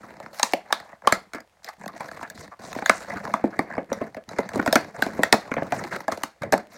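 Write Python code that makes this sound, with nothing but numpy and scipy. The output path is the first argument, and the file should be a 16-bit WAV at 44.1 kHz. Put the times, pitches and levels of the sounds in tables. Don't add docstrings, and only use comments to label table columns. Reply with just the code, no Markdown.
import sys
import numpy as np
from scipy import signal
from scipy.fft import rfft, irfft
from scipy.io import wavfile
from scipy.ndimage import uniform_filter1d

SR = 44100
rng = np.random.default_rng(int(sys.argv[2]) if len(sys.argv) > 2 else 0)


def dump(signal):
    limited = np.clip(np.atleast_2d(signal).T, -1, 1)
    pcm = np.round(limited * 32767).astype(np.int16)
    wavfile.write(sys.argv[1], SR, pcm)


N = 298630
RESPONSE_SIZE = 4096
POP_WINDOW_S, TICK_WINDOW_S = .01, .005
EVEN_HZ = 1065
CROSSING_S = .0035


def undb(db):
    return 10 ** (np.asarray(db) / 20)


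def unit(x):
    return x / np.sqrt(np.mean(x ** 2) + 1e-18)


def bins(size):
    return np.maximum(np.arange(size // 2 + 1) * SR / size, 1)


def add(out, s, sound):
    start = int(s * SR)
    out[start:start + len(sound)] += sound


def colour(points, f):
    hz, db = np.transpose(points)
    return undb(np.interp(np.log(f), np.log(hz), db))


def resonance(f, hz, width, db):
    return 1 + (undb(db) - 1) / (1 + 1j * (f * f - hz * hz) / (f * width))


def causal(gain):
    cepstrum = irfft(np.log(gain + 1e-6))
    half = len(cepstrum) // 2
    cepstrum[1:half] *= 2
    cepstrum[half + 1:] = 0
    return np.exp(rfft(cepstrum))


def ripple(f, spacing_hz):
    return np.interp(f / spacing_hz, np.arange(len(f)), rng.standard_normal(len(f)))


def walk(rate):
    hold = max(int(SR / rate), 1)
    levels = np.repeat(rng.standard_normal(N // hold + 1), hold)[:N]
    return unit(uniform_filter1d(levels, hold))


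def cluster(hz, octaves):
    size = SR // 2
    band = np.exp(-(np.log2(bins(size) / hz) / octaves) ** 2)
    return unit(irfft(rfft(rng.standard_normal(size)) * band, size))


# (low edge [Hz], high edge [Hz], order of the low skirt)
REGISTERS = [(140, 430, 2), (480, 1000, 5), (1000, 2550, 4), (3450, 16000, 4)]
# (centre [Hz], width [Hz], lift [dB])
SHELL_MODES = [(370, 180, -6.5), (661, 170, 6.5), (1718, 170, 3.5), (4350, 150, 2), (6750, 1200, 2.5)]


def shell(points):
    f = bins(RESPONSE_SIZE)
    modes = np.prod([resonance(f, *mode) for mode in SHELL_MODES], axis=0)
    gain = colour(points, f) * np.abs(modes)
    return [gain / np.sqrt((1 + (lo / f) ** (2 * skirt)) * (1 + (f / hi) ** 14))
            for lo, hi, skirt in REGISTERS]


def bending(f, travel_s):
    lowest_hz, treble_hz = REGISTERS[0][0], REGISTERS[2][1]
    delay = travel_s * (np.sqrt(treble_hz / np.clip(f, lowest_hz, treble_hz)) - 1)
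    return np.exp(-2j * np.pi * np.cumsum(delay) * SR / RESPONSE_SIZE)


# (frequency [Hz], relative level [dB])
AIR_COLOUR = [(20, -20), (70, 5.5), (200, -9.5), (700, -10), (2000, -11.5), (3000, -14), (8000, -19),
              (16000, -29.5)]


def air(level_db=-68):
    noise = irfft(rfft(rng.standard_normal(N)) * colour(AIR_COLOUR, bins(N)), N)
    return undb(level_db) * unit(noise)


# (frequency [Hz], level [dB])
ROOM_COLOUR = [(60, -10.5), (200, -7.5), (700, -7.5), (1800, -16.5), (4500, -13.5), (8000, -28),
               (16000, -13)]


def room(x, gap_s=0.0036):
    t, f = np.arange(SR // 2) / SR, bins(SR // 2)
    edges_hz = [0, 450, 2700, 8000, SR]
    t60_s = [0.07, 0.23, 0.26, 0.091]
    tail = 0
    for lo, hi, t60 in zip(edges_hz, edges_hz[1:], t60_s):
        echoes = rng.standard_normal(len(t)) * np.exp(-np.log(1000) * t / t60) * (t > gap_s)
        band = 1 / np.sqrt((1 + (lo / f) ** 10) * (1 + (f / hi) ** 10))
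        tail = tail + rfft(echoes / np.linalg.norm(echoes)) * band
    response = irfft(tail * colour(ROOM_COLOUR, f))[:SR // 3]
    return signal.fftconvolve(x, response)[:N]


def slips(rate, uneven, spread_db):
    chance = rng.standard_normal((N // 10, 2))
    gaps = np.exp(uneven * chance[:, 0])
    at = (np.cumsum(gaps) * SR / rate).astype(int)
    sizes = undb(spread_db * np.clip(chance[:, 1], -2, 2)) * rng.choice([-1, 1], len(at))
    return unit(np.bincount(at[at < N], sizes[at < N], N))


def surges(depth_db=2.2, rate=55):
    return unit(undb(depth_db * walk(rate)))


# (thump [dB], body and clack [dB], tick [dB])
HOLD_DB = [-78.5, -65.5, -82.5]
# (start [s], length [s], level [dB], weight of the thump [dB], sharpness of the tick [dB])
RUBS = [(.003, 0.31, -50, -4, -14.5), (0.329, 0.19, -47, -15, -1.5), (0.65, 0.26, -47.5, -15, -16.5),
        (1.036, 0.036, -39, -13, -23.5), (1.629, 0.045, -47, -29, -5), (1.778, 0.18, -48.5, -2, -11.5),
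        (1.956, 0.33, -46, -6, -9.5), (2.344, 0.096, -48.5, 1.5, -4), (2.591, 0.17, -43.5, -4, -7.5),
        (2.745, 0.35, -44, -7.5, -7), (3.076, 0.23, -39.5, -1, -13.5), (3.338, 0.24, -47.5, -2.5, -16),
        (3.655, 0.13, -44.5, -7, -25), (3.887, 0.19, -45, 0.5, -16.5), (4.278, 0.19, -42.5, 0, -13.5),
        (4.499, 0.36, -40.5, -1.5, -11.5), (4.936, 0.072, -43, -17, -16.5), (4.978, 0.29, -42.5, 1, -12),
        (5.408, 0.074, -42.5, -7.5, -16.5), (5.507, 0.32, -46, 1, -12), (5.73, 0.12, -36.5, 0.5, -9.5),
        (5.907, 0.065, -33.5, -5, -10.5), (6.091, 0.086, -39.5, -8, -11), (6.413, 0.038, -41.5, 8.5, -40.5),
        (6.7, 0.073, -51.5, -4, -2)]


def friction(attack_s=0.0059, sag_db_per_s=12, release_s=0.043):
    t = np.arange(SR) / SR
    power = np.zeros((3, N + SR)) + undb(HOLD_DB)[:, None] ** 2
    attack = 1 - np.exp(-t / attack_s)
    for s, length_s, db, weight_db, sharp_db in RUBS:
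        sag = undb(db - sag_db_per_s * (t - length_s / 2))
        release = np.exp(-np.maximum(t - length_s, 0) / release_s)
        stroke = attack * sag * release
        start = max(int(s * SR), 0)
        power[:, start:start + SR] += np.outer(undb([weight_db, 0, sharp_db]), stroke) ** 2
    return np.sqrt(power[:, :N])


# (frequency [Hz], relative level [dB])
SLIP_COLOUR = [(30, 15), (100, 14.5), (700, 8), (2100, 4), (3100, -18), (4000, -12), (7000, -19.5),
               (10000, -26), (16000, -29.5)]


def rubbing(patchy_db=4.0, patchy_rate=70, jerk_s=0.0035):
    thump, body, clack, tick = shell(SLIP_COLOUR)
    jerks = np.abs(slips(rate=90, uneven=.6, spread_db=5))
    scrape = signal.lfilter([1], [1, -np.exp(-1 / (jerk_s * SR))], jerks)
    creak = unit(scrape * rng.standard_normal(N))
    grit = slips(rate=3000, uneven=.8, spread_db=1.5)
    f = bins(RESPONSE_SIZE)
    octaves, travel = np.log2(f), bending(f, CROSSING_S)
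    creak_share = [1.1, 1.3, 1.2]
    out = 0
    for gain, strength, share in zip([thump, body + clack, tick], friction(), creak_share):
        force, ring = share * creak + grit, 0
        for centre in np.arange(5, 14.5, .5):
            band = gain * np.exp(-((octaves - centre) / .3) ** 2)
            if band.max() > gain.max() / 30:
                response = np.roll(irfft(band * travel), RESPONSE_SIZE // 2)
                group = signal.oaconvolve(force, response, "same")
                ring = ring + group * undb(patchy_db * walk(patchy_rate))
        ring = ring / np.sqrt(uniform_filter1d(ring ** 2, SR // 20) + 1e-18)
        out = out + ring * strength
    return out * surges()


# (time [s], length [s], centre [Hz], level [dB])
SWISHES = [(2.382, 0.02, 4500, -45), (2.414, 0.042, 5000, -52.5), (2.612, 0.11, 6700, -47.5),
           (2.888, 0.15, 6500, -46.5)]


def swishes(octaves=0.53, crinkle_db=4, crinkle_rate=240):
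    out, t = np.zeros(N + SR), np.arange(SR // 2) / SR
    for s, length_s, hz, db in SWISHES:
        speed = np.sin(np.pi * np.minimum(t / length_s, 1))
        add(out, s, cluster(hz, octaves) * speed * undb(db))
    crinkle = unit(undb(crinkle_db * walk(crinkle_rate)))
    return out[:N] * surges() * crinkle


# (time [s], length [s], pitch of the ringing panel [Hz], level [dB])
CREAKS = [(0.705, 0.0067, 900, -27.5), (1.677, 0.017, 1900, -36.5), (1.885, 0.02, 1170, -40.5),
          (2.515, 0.03, 1130, -41.5), (3.079, .018, 557, -37), (3.104, 0.023, 2030, -33),
          (3.128, 0.016, 720, -34), (3.176, 0.0086, 1230, -36), (3.203, 0.011, 520, -38),
          (3.234, 0.0053, 470, -37), (3.267, 0.012, 1000, -31.5), (3.288, 0.018, 530, -36),
          (3.527, .024, 1450, -39.5), (4.009, 0.02, 1090, -35), (4.596, 0.0059, 1400, -17.5),
          (5.812, 0.0045, 1000, -32.5), (5.925, 0.0046, 1580, -24), (5.944, 0.0045, 1560, -27.5)]


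def creaks(rate=430, uneven=0.36, panel_q=7, panel_db=15, weight_db=-7):
    out, f = np.zeros(N + SR), bins(RESPONSE_SIZE)
    thump, body, clack, tick = shell(SLIP_COLOUR)
    response = causal(undb(weight_db) * thump + body + clack + tick) * bending(f, CROSSING_S / 2)
    for s, length_s, hz, db in CREAKS:
        gaps, sizes = np.exp(uneven * rng.standard_normal(size=(2, 64)))
        at = (np.cumsum(gaps) - gaps[0]) / rate
        within = at < length_s
        push = np.bincount((at[within] * SR).astype(int), sizes[within], RESPONSE_SIZE)
        ring = irfft(rfft(push) * response * resonance(f, hz, hz / panel_q, panel_db))
        add(out, s, unit(ring) * undb(db) * np.sqrt(length_s * SR / RESPONSE_SIZE))
    return out[:N]


def ratchet(count=6, start_s=3.701, gap_s=.0115, slowing_s=.0009, db=-33, sharp_db=-25):
    return [(start_s + k * gap_s + k * (k - 1) / 2 * slowing_s, db, sharp_db) for k in range(count)]


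# (time [s], level [dB], sharpness [dB])
TICKS = [(0.2615, -34, -23), (0.3872, -42, 13.5), (0.8011, -36, -12), (0.929, -37, -31),
         (1.0206, -42.5, -24.5), (1.383, -36.5, -25), (1.4042, -42, -7), (1.6452, -37, 5),
         (1.8376, -35.5, -35), (1.8596, -27.5, -17), (1.8791, -34, -2), (2.0425, -55, -10),
         (2.0566, -41.5, -11), (2.0885, -34, -16), (2.1145, -32, -21), (2.1328, -41.5, -26),
         (2.1535, -48, -28), (2.1725, -36.5, -24), (2.1932, -37.5, -21), (2.2112, -34, -15),
         (2.3003, -34, 15), (2.478, -40.5, -21), (2.7294, -31, -5.5), (2.7516, -32, -13),
         (2.7873, -27, -27), (3.0996, -35, -7), (3.1197, -39, -10), (3.252, -29.5, -13),
         (4.1464, -33.5, -19), (4.2907, -36, -7.5), (4.4906, -31, -5), (5.5396, -26, -15),
         (6.5784, -31.5, -9)]


def ticks(ripple_db=6.5, ripple_hz=330, thump_db=-4.5, body_db=-2, scatter=.12, scatter_s=.0022):
    out, f = np.zeros(N + RESPONSE_SIZE), bins(RESPONSE_SIZE)
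    t = np.arange(RESPONSE_SIZE) / SR
    thump, body, clack, treble = shell(SLIP_COLOUR)
    low = unit(np.linalg.norm([undb(thump_db) * thump, undb(body_db) * body, clack], axis=0))
    travel = bending(f, CROSSING_S)
    for s, db, sharp_db in list(TICKS) + ratchet():
        gain = np.hypot(low, undb(sharp_db) * unit(treble))
        response = causal(gain * undb(ripple_db * ripple(f, ripple_hz))) * travel
        push = scatter * rng.standard_normal(RESPONSE_SIZE) * np.exp(-t / scatter_s)
        push[0] = 1
        ring = unit(irfft(rfft(push) * response))
        add(out, s, ring * undb(db) * np.sqrt(TICK_WINDOW_S * SR / RESPONSE_SIZE))
    return out[:N]


# (frequency [Hz], relative level [dB])
SNAP_COLOUR = [(30, 1), (100, -4.5), (300, 5.5), (1000, -1), (2100, 3.5), (2900, -6.5), (4000, -4),
               (7000, -11), (10000, -15.5), (16000, -22)]
# level against the pop [dB], decay time [s]
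SETTLE_DB, SETTLE_S = [-19, -27, -20.5], [0.054, 0.054, 0.037]


def settling(swell_s=0.0032, ripple_db=3, ripple_hz=260, flutter_db=3, flutter_rate=110):
    t, f = np.arange(SR // 2) / SR, bins(RESPONSE_SIZE)
    fades = (1 - np.exp(-t / swell_s)) * np.exp(-t / np.array(SETTLE_S)[:, None])
    thump, body, clack, tick = shell(SNAP_COLOUR)
    gains = [thump, body + clack, tick]
    out = np.zeros((3, N + SR))
    for s, _, _, db, weight_db, sharp_db in POPS:
        for track, gain, fade, register_db in zip(out, gains, fades, [weight_db, 0, sharp_db]):
            uneven = gain * undb(ripple_db * ripple(f, ripple_hz))
            modes = np.interp(bins(len(t)), f, uneven)
            ring = unit(irfft(rfft(rng.standard_normal(len(t))) * modes, len(t)))
            add(track, s, ring * fade * undb(db + register_db))
    return sum(track[:N] * undb(db + flutter_db * walk(flutter_rate)) for track, db in zip(out, SETTLE_DB))


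# (pitch before variation [Hz], level against the thump [dB])
HOLLOW = [(180, -8), (300, -8.5)]


def hollow(sag=0.29, sag_s=0.013, ring_s=0.02, vary=.13):
    out, t = np.zeros(N + SR), np.arange(SR // 4) / SR
    relaxing = t + sag * sag_s * (1 - np.exp(-t / sag_s))
    for s, _, _, db, weight_db, _ in POPS:
        for hz, mode_db in HOLLOW:
            varied_hz = hz * np.exp(vary * rng.standard_normal())
            boom = np.sin(2 * np.pi * varied_hz * relaxing) * np.exp(-t / ring_s)
            add(out, s, undb(db + weight_db + mode_db) * boom)
    return out[:N]


# (time [s], [(mode [Hz], level [dB]), ..])
ZINGS = [(.4308, [(1750, -23.5), (4150, -23.5), (6500, -18), (8400, -28)]), (.5355, [(720, -17),
         (2250, -23.5), (2700, -31)]), (.7268, [(780, -25), (1720, -32), (3750, -21.5)]),
         (1.0742, [(850, -14.5), (1120, -8.5), (3100, -23.5)]), (2.8968, [(690, -20.5), (1250, -15.5),
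         (1750, -22.5)]), (5.3272, [(440, -18.5), (1900, -15.5), (4300, -19.5)])]


def zings(ring_s=0.0029, octaves=0.48, tail_db=-33, tail_s=0.037):
    out, t = np.zeros(N + SR), np.arange(SR // 2) / SR
    for s, modes in ZINGS:
        for hz, db in modes:
            decay_s = ring_s * np.sqrt(EVEN_HZ / hz)
            ring = np.sin(2 * np.pi * hz * t) * np.exp(-t / decay_s)
            ring = signal.sosfilt(signal.butter(2, hz / 2, "high", fs=SR, output="sos"), ring)
            tail = cluster(hz, octaves) * undb(tail_db) * np.exp(-t / tail_s)
            add(out, s, unit(ring + tail) * undb(db) * np.sqrt(POP_WINDOW_S * SR / len(t)))
    return out[:N]


# (time [s], pitch of the flipping panel [Hz], rattle time before the
# register's share [s], level [dB], weight of the thump [dB], sharpness of the tick [dB])
POPS = [(.201, 590, 0.0037, -35.5, -15.5, -17), (0.396, 1030, 0.0034, -23, -32.5, -8.5),
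        (0.4303, 950, 0.0024, -18, -15, -1.5), (0.535, 540, 0.0045, -21, -6, -9.5),
        (0.726, 1130, 0.003, -18, -19.5, -6), (1.0733, 1130, 0.0021, -14.5, -15, -12),
        (1.124, 1290, 0.0026, -14.5, -11, -6.5), (1.3345, 1466, 0.0059, -35, -12, -7),
        (1.346, 1316, 0.029, -31.5, -1.5, -13.5), (1.687, 855, 0.017, -34, -37, -9),
        (2.0056, 800, 0.016, -28, -13, -18), (2.228, 950, 0.017, -28.5, -14, -19),
        (2.762, 304, 0.0047, -30.5, -1, -26), (2.8225, 780, 0.0029, -28, -6.5, -35),
        (2.8605, 1600, 0.00079, -21, -37, -4.5), (2.896, 1420, 0.0026, -9.5, -16, -11.5),
        (3.3389, 965, 0.0017, -16, -14.5, -22), (3.4403, 330, 0.0022, -21, 5, -35),
        (3.5914, 1145, 0.0027, -18.5, -2, -17), (3.7793, 765, 0.0096, -25.5, 2, -34),
        (3.9172, 547, 0.00079, -24.5, -1.5, -54), (3.929, 895, 0.0044, -31.5, -25, -3.5),
        (4.0137, 604, 0.015, -29, 4, -29), (4.167, 627, 0.014, -33, -3, -23),
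        (4.3861, 1200, 0.00071, -25.5, -7, -15), (4.389, 435, 0.004, -21, -2.5, -21.5),
        (4.557, 296, 0.01, -25.5, 3, -15.5), (4.593, 1360, 0.0045, -28, 6.5, -37),
        (4.6618, 650, 0.0011, -19.5, -21, -15.5), (4.6761, 1400, 0.0048, -21, 0.5, -14),
        (4.7273, 650, 0.0034, -15, -11, -5.5), (4.756, 1560, 0.0056, -12, -5, -7.5),
        (4.7608, 665, 0.0036, -16.5, -16, -20), (5.0231, 1520, 0.0016, -16, -12.5, -11.5),
        (5.0642, 585, 0.004, -26.5, -1, -17.5), (5.191, 290, 0.015, -22, -1, -33),
        (5.2339, 1610, 0.0028, -13.5, -17, -10.5), (5.3265, 980, 0.0045, -14.5, -7.5, 0),
        (5.332, 940, 0.007, -14.5, -17, -25), (5.34, 580, 0.0027, -18, -3, -29),
        (5.5158, 1440, 0.0044, -24.5, -1.5, -26), (5.5665, 695, 0.0093, -24, -4.5, -50),
        (5.58, 870, 0.02, -25.5, -3.5, -51), (5.6213, 527, 0.0036, -24, -2, -39),
        (5.7221, 730, 0.0049, -16.5, -12.5, -22), (6.0807, 665, 0.0067, -18.5, -11.5, -22.5),
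        (6.121, 1260, 0.0058, -28, -8, -7), (6.235, 1170, 0.0029, -24.5, -9, -5),
        (6.4198, 1345, 0.013, -31, -6, -15), (6.433, 600, 0.0072, -24, -21.5, -21),
        (6.524, 1170, 0.0026, -18.5, -6.5, -8.5), (6.531, 580, 0.0045, -15, -17.5, -17),
        (6.538, 607, 0.0044, -14.5, -5, -21)]


def pops(panel_db=6.5, panel_q=7.2, near_db=9, near_octaves=1.0, ripple_db=4.0, ripple_hz=170,
         after_db=-25, after_s=0.02, strain_db=-15, strain_s=0.0011, under_db=9, travel_s=0.00067,
         clack_db_per_octave=10):
    out, f = np.zeros((2, N + RESPONSE_SIZE)), bins(RESPONSE_SIZE)
    lead = RESPONSE_SIZE // 8
    t = (np.arange(RESPONSE_SIZE) - lead) / SR
    strain = undb(strain_db) * np.exp(-np.abs(t) / strain_s)
    after = undb(after_db) * np.exp(-np.abs(t) / after_s)
    responses = [causal(gain) for gain in shell(SNAP_COLOUR)]
    travel = bending(f, travel_s)
    lasting = [1.0, 0.94, 1.0, 0.31]
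    cracks = [1.2, 1.0, 0.55, 0.058]
    for s, panel_hz, rattle_s, db, weight_db, sharp_db in POPS:
        panel = resonance(f, panel_hz, panel_hz / panel_q, panel_db)
        near = np.exp(-(np.log2(f / panel_hz) / near_octaves) ** 2)
        spot = causal(undb(ripple_db * ripple(f, ripple_hz) + near_db * near))
        under = np.maximum(np.log2(panel_hz / np.maximum(f, REGISTERS[0][1])), 0)
        spot = spot * causal(undb(-under_db * under))
        start = int(s * SR) - lead
        lean = np.arctan(undb(clack_db_per_octave * np.log2(panel_hz / EVEN_HZ)))
        gains = [undb(weight_db), np.cos(lean), np.sin(lean), undb(sharp_db)]
        for response, share, crack, gain in zip(responses, lasting, cracks, gains):
            rattle = np.exp(-np.abs(t) / max(rattle_s * share, 1e-4))
            push = rng.standard_normal(RESPONSE_SIZE) * np.where(t < 0, strain, rattle + after)
            push[lead] += crack * np.linalg.norm(push)
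            direct = unit(irfft(rfft(push) * response * spot * panel * travel))
            spread = unit(np.roll(irfft(response * spot), lead))
            size = gain * undb(db) * np.sqrt(POP_WINDOW_S * SR / RESPONSE_SIZE)
            out[:, start:start + RESPONSE_SIZE] += size * np.array([direct, spread])
    return out[:, :N]


def scene(rub_wet_db=-3):
    direct, spread = pops()
    handling = rubbing() + swishes() + creaks() + ticks() + settling() + hollow() + zings()
    reverberant = room(spread + undb(rub_wet_db) * handling)
    return (direct + handling + reverberant + air())[None]


def record(dry, top_hz=16000):
    lowpass = signal.ellip(12, .2, 90, top_hz, fs=SR, output="sos")
    return signal.sosfilt(lowpass, np.clip(dry, -1, 1))


dry = scene()
out = record(dry)
dump(out)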